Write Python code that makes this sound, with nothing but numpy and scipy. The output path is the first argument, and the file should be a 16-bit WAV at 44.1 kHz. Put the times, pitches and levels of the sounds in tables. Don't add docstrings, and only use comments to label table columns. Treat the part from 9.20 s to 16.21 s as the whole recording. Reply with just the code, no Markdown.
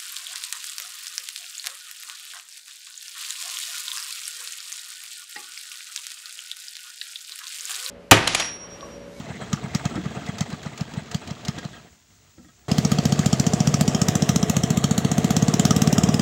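import sys
import numpy as np
from scipy import signal
from scipy.fft import rfft, irfft
from scipy.io import wavfile
from scipy.ndimage import uniform_filter1d

SR = 44100
rng = np.random.default_rng(int(sys.argv[2]) if len(sys.argv) > 2 else 0)


def put_to_file(sound):
    columns = np.atleast_2d(sound).T
    safe = np.clip(columns, -1, 1)
    whole_steps = np.round(safe * 32767)
    wavfile.write(sys.argv[1], SR, whole_steps.astype(np.int16))


def voltage_ratio(level):
    return 10 ** (np.asarray(level, float) / 20)


N = 309141
T = np.arange(N) / SR
CUT_S = 3.482
BEFORE_CUT = T < CUT_S


def evened(x):
    return x / np.sqrt(np.mean(x ** 2) + 1e-20)


def add(mix, s, sound):
    at = round(s * SR)
    sound = sound[max(-at, 0):]
    part = mix[max(at, 0):][:len(sound)]
    part += sound[:len(part)]


def coloured(x, points):
    f, db = np.transpose(points)
    hz = np.fft.rfftfreq(len(x), 1 / SR)
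    gain_db = np.interp(np.log(hz + 1), np.log(f + 1), db)
    return irfft(rfft(x) * voltage_ratio(gain_db), len(x))


def resonate(x, hz, width):
    turn = np.exp(2j * np.pi * np.cumsum(hz * np.ones(len(x))) / SR)
    r = np.exp(-np.pi * width / SR)
    smooth = signal.lfilter([1 - r], [1, -r], x / turn)
    return 2 * (turn * smooth).real


def lumpy(lump_db, size):
    noise, slow = rng.standard_normal((2, N))
    wander = evened(uniform_filter1d(uniform_filter1d(slow, size), size))
    return noise * voltage_ratio(lump_db * wander)


# time in seconds, thump level in dB, crack level in dB.
IDLE_STROKES = [(0.0032, -25, -32), (0.106, -23.5, -54), (0.223, -27, -51), (0.3368, -13, -20),
                (0.446, -22, -45), (0.5555, -12.5, -17.5), (0.6607, -13, -23.5), (0.7628, -18.5, -33.5),
                (0.8643, -18.5, -50), (0.9737, -23.5, -61), (1.0937, -19.5, -36), (1.2146, -14, -20),
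                (1.3353, -21.5, -37), (1.4665, -22, -41), (1.6156, -16.5, -29), (1.778, -19.5, -42),
                (1.9526, -15.5, -23.5), (2.1149, -21, -33), (2.29, -16.5, -23), (2.4568, -23, -36.5)]
# time in seconds, firing rate in strokes per second.
SPEED = [(3.5, 15.041), (3.814, 14.565), (5.861, 14.529), (6.051, 16.112), (6.268, 17.441), (7.01, 19.018)]
# time in seconds, mean thump level in dB, mean crack level in dB,
# typical brightest part of the crack in Hz.
LOAD = [(3.5, -6.5, -21.5, 5800), (4, -5.5, -21, 5840), (4.6, -6.5, -19, 5600), (5.3, -6, -18, 6370),
        (5.85, -6, -19.5, 7270), (6.1, -5.5, -21, 5600), (6.5, -4, -17, 5900), (7, -4.5, -20.5, 5140)]
# time in seconds, crack level in dB, brightest part of the crack in Hz.
BANGS = [(4.067, -18.5, 7100), (4.548, -17.5, 5630), (5.647, -15.5, 6540), (6.401, -14.5, 3180),
         (6.514, -14, 5700), (6.733, -17.5, 5900), (6.841, -17, 5550)]


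def strokes():
    t = np.arange(3.5217, N / SR, 1 / SR)
    turns = np.cumsum(np.interp(t, *np.transpose(SPEED))) / SR
    run_s = np.interp(np.arange(int(turns[-1]) + 1), turns, t)
    load_s, *load = np.transpose(LOAD)
    running = np.array([run_s] + [np.interp(run_s, load_s, column) for column in load]).T
    running[:, 1:3] += rng.standard_normal((len(running), 2)) * [0.55, 1.5]
    idle = np.array([(*row, 5800 + 70 * (row[2] + 20)) for row in IDLE_STROKES])
    rows = np.concatenate([idle, running])
    rows[:, 3] *= np.exp(0.11 * rng.standard_normal(len(rows)))
    for s, crack_db, crack_hz in BANGS:
        nearest = abs(rows[:, 0] - s).argmin()
        rows[nearest, 2:] = crack_db, crack_hz
    return rows


# frequency in Hz, relative level per Hz in dB.
CRACK = [(530, -12), (900, -0.5), (1000, -23), (1230, 4.5), (1440, -4), (2250, -2), (3230, -0.5), (4920, 1),
         (5410, -1), (7310, -0.5), (9200, -13), (12600, -20), (16000, -14)]
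# frequency in Hz, width in Hz.
MUFFLER = [(1245, 64), (3200, 120), (4500, 130), (5600, 460), (6600, 59), (7400, 1100), (12500, 1760)]


def strokes_per_s(rows):
    s = rows[:, 0]
    period = np.where(s < CUT_S, np.gradient(s), 1 / np.interp(s, *np.transpose(SPEED)))
    return 1 / np.clip(period, .05, .17)


def pipe_thump(t, speed, pipe_hz):
    swing = t * pipe_hz
    late = swing - (.35 - 0.025 * speed)
    rise = np.exp(-(late / 0.72) ** 2)
    fall = np.exp(-(abs(late) / 0.71) ** 3)
    return -np.where(late < 0, rise, fall) * np.cos(2 * np.pi * swing)


def valve_crack(after, crack_hz):
    jet = np.exp(-((after - .0024) / 0.0019) ** 4) + voltage_ratio(-6) * np.exp(-after / 0.017)
    air = evened(coloured(rng.standard_normal(len(after)), CRACK)) * jet * (after > 0)
    ring_db = rng.uniform(-21.5, 4.6, len(MUFFLER)) + 10.5
    rings = sum(voltage_ratio(db) * resonate(air, hz, w) for (hz, w), db in zip(MUFFLER, ring_db))
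    crack = air + rings + voltage_ratio(10) * resonate(air, crack_hz, 270)
    return crack * np.linalg.norm(air) / np.linalg.norm(crack)


def exhaust(rows):
    out, t = np.zeros(N), np.arange(-1024, 3072) / SR
    for (s, thump_db, crack_db, crack_hz), speed in zip(rows, strokes_per_s(rows)):
        pipe_hz = 150 + 2.38 * speed
        after = np.maximum(t + 1.3 / pipe_hz, 0)
        thump = voltage_ratio(thump_db) * pipe_thump(t, speed, pipe_hz)
        pop = voltage_ratio(thump_db - 9.5) * np.sin(2 * np.pi * 720 * after) * np.exp(-after / 0.0017)
        crack = voltage_ratio(crack_db) * valve_crack(after, crack_hz)
        add(out, s + t[0], thump + pop + crack)
    return out + voltage_ratio(-8) * resonate(out, 146.0, 25.7)


# time in seconds, shaking level in dB.
SHAKE = [
    [(0, -41), (.63, -39), (1.18, -40), (1.53, -43.5), (2.3, -44), (2.38, -42), (2.5, -47), (2.6, -49.5),
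     (2.7, -65), (3.4, -70)],
    [(3.5, -33), (4.95, -29.5), (5.6, -31.5), (6.5, -28.5), (7, -28)],
]


def shaking():
    before, after = (np.interp(T, *np.transpose(part)) for part in SHAKE)
    return np.where(BEFORE_CUT, before, after)


def gear_clumps(rows):
    times = sorted([*rows[:, 0], 2.68])
    turn = np.interp(T, times, np.arange(len(times)))
    clumps_db = 1.6 * np.cos(2 * np.pi * (turn + 0.11)) + 2.4 * np.cos(4 * np.pi * (turn + 0.075))
    return voltage_ratio(clumps_db * np.where(BEFORE_CUT, 1.2, .5))


# frequency in Hz, relative level per Hz in dB.
PLANKS = [(40, -17), (80, -0.5), (150, 1), (230, 2.5), (330, -6.5), (500, -48)]


def plank_hum(shake_db):
    planks = evened(coloured(lumpy(1.5, size=500), PLANKS))
    boom = voltage_ratio(np.where(BEFORE_CUT, -6, 9)) * resonate(planks, 140.7, 19)
    return voltage_ratio(-41 + 1.11 * (shake_db + 40)) * (planks + boom)


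# frequency in Hz, width in Hz, relative level in dB.
CASING = [(335.6, 28, -4.5), (440.2, 49.4, 2), (619, 104, -1), (714.4, 53, 0.5), (1165, 77, -10),
          (1920, 70, -13)]


def casing_ring():
    ticks = lumpy(0.41, size=200)
    modes = [voltage_ratio(db) * resonate(ticks, hz, w) * np.sqrt(100 / w) for hz, w, db in CASING]
    return evened(sum((-1) ** k * mode for k, mode in enumerate(modes)))


# frequency in Hz, width in Hz, relative level in dB.
LOOSE = [(624, 170, 1.5), (868, 150, -4.5), (1230, 220, -1), (1618, 190, -4.5), (2025, 330, -3),
         (2590, 200, -9.5), (3275, 110, -9), (4040, 180, -8), (7970, 340, -8.5)]


def loose_clatter(gear):
    hits = (rng.random((len(LOOSE), N)) < 60 * gear ** 2 / SR) * rng.random((len(LOOSE), N))
    hits += .6 * BEFORE_CUT * (rng.random(N) < 30 * gear ** 2 / SR) * rng.random(N)
    chatter = signal.lfilter([1], [1, -np.exp(-1 / (0.009 * SR))], hits)
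    chatter = chatter * rng.standard_normal(hits.shape)
    clatter = np.zeros(N)
    for hit, (hz, w, db) in zip(chatter, LOOSE):
        clatter += voltage_ratio(db) * evened(resonate(resonate(hit, hz, w), hz, 3 * w))
    return evened(clatter)


def rattle(shake_db, gear):
    metal = gear ** 1.39 * casing_ring() + voltage_ratio(np.where(BEFORE_CUT, 1, -8)) * loose_clatter(gear)
    return voltage_ratio(shake_db) * metal


# frequency in Hz, relative level per Hz in dB.
HISS = [(530, -29), (900, -4), (1230, -7), (1440, -4.5), (2220, -5), (3260, -4.5), (4860, -6), (5410, -9.5),
        (7140, -6.5), (9200, -22), (16000, -33)]


def air_rush(shake_db, gear):
    air = evened(coloured(lumpy(1.9, size=100), HISS))
    return voltage_ratio(-42 + 0.64 * (shake_db + 40)) * gear ** 0.34 * air


# frequency in Hz, relative level per Hz in dB.
POND = [(24, -40), (40, 15), (75, 16.5), (320, 1.5), (965, -34), (7170, 2), (11000, -23.5), (14800, -12),
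        (16000, -28.5)]


def pond():
    tone = voltage_ratio(-72) * evened(resonate(rng.standard_normal(N), 15646, 12))
    return voltage_ratio(-57) * evened(coloured(lumpy(0.92, size=2000), POND)) + tone


# time in seconds, level in dB before a common lift, treble share in dB per octave,
# scuff decay time in seconds.
KNOCKS = [(0.71, -26.5, -5, .015), (0.764, -20.5, -2.5, 0.0065), (0.776, -19.5, -5.5, 0.0086),
          (1.737, -29, -1, 0.009), (2.379, -25, 0.5, 0.0088), (2.386, -33, 6, 0.0066),
          (2.43, -34, 2, 0.0055), (2.531, -34, 4, 0.014), (2.565, -36.5, 3, .014), (2.648, -45, -6, 0.012),
          (2.674, -47, 1, 0.012), (3.177, -41, -5, 0.03), (3.246, -44.5, -1.5, 0.012),
          (3.285, -46.5, 2, 0.013)]
# frequency in Hz, relative level in dB, time to fall 60 dB in seconds.
HULL = [(185, -11, 0.23), (250, -3.5, 0.06), (308, 0.5, 0.076), (504, 2, 0.033), (720, -3, 0.023),
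        (990, -9, 0.019), (1313, 0.5, 0.045), (1624, -7, 0.086), (1870, -1, .03), (3300, 5.5, 0.0064)]


def knocks():
    out, t = np.zeros(N), np.arange(6000) / SR
    for s, db, treble_db, scuff in KNOCKS:
        blow = rng.standard_normal(len(t)) * np.exp(-t / scuff)
        ring = np.zeros(len(t))
        for hz, mode_db, t60 in HULL:
            level_db = mode_db + treble_db * np.log2(hz / 250) - 60 * t / t60
            ring += voltage_ratio(level_db) * np.sin(2 * np.pi * hz * t)
        sound = signal.fftconvolve(blow, ring)
        add(out, s, voltage_ratio(db + 3.5) * sound / abs(sound).max())
    return out


def puffs():
    out, t = np.zeros(N), np.arange(2048) / SR
    rows = [(2.384, -25.5)]
    for (s, _, crack_db), (next_s, *_) in zip(IDLE_STROKES, IDLE_STROKES[1:]):
        if s > .9:
            lead_s = .0105 + .18 * (next_s - s)
            rows.append((s - lead_s, -23.5 + 0.4 * (crack_db + 23.5)))
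    for s, db in rows:
        air = evened(coloured(rng.standard_normal(len(t)), CRACK))
        add(out, s, voltage_ratio(db) * air * (1 - np.exp(-t / 0.0012)) * np.exp(-t / 0.0068))
    return out


# time in seconds, frequency in Hz, depth from 0 to 1.
DIP = [(0, 4720, 0.45), (3.4, 4670, 0.02), (4.2, 3800, 0.28), (4.9, 4430, 0.7), (5.7, 4980, 0.98),
       (6.2, 4710, 0.53), (7, 4370, 0.86)]


def gliding_dips(boat):
    s, hz, depth = np.transpose(DIP)
    hz, depth = np.interp(T, s, hz), np.interp(T, s, depth)
    boat = boat - depth * resonate(boat, hz, 1210)
    return boat - 0.53 * depth * resonate(boat, hz / 2, 250)


# frequency in Hz, gain in dB.
FIRST_SPOT = [(60, 3), (250, 2.5), (450, -4.5), (800, -2), (2000, -1), (4000, -2), (7000, -4), (11000, -8)]


def duller_before_cut(boat):
    return np.where(BEFORE_CUT, coloured(boat * BEFORE_CUT, FIRST_SPOT), boat)


def scene():
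    rows = strokes()
    shake_db, gear = shaking(), gear_clumps(rows)
    boat = exhaust(rows)
    boat += plank_hum(shake_db) + rattle(shake_db, gear) + air_rush(shake_db, gear)
    boat += knocks() + puffs()
    return (duller_before_cut(gliding_dips(boat)) + pond())[None]


def band_limit(x):
    return signal.sosfilt(signal.butter(12, 16820, fs=SR, output="sos"), x)


def record(dry):
    response = [(20, -31), (40, -27), (60, -1.5), (80, -1), (15800, -2.0), (16100, -28)]  # (Hz, dB)
    mix = coloured(dry[0], response)[None]
    return band_limit(mix)


dry = scene()
out = record(dry)
put_to_file(out)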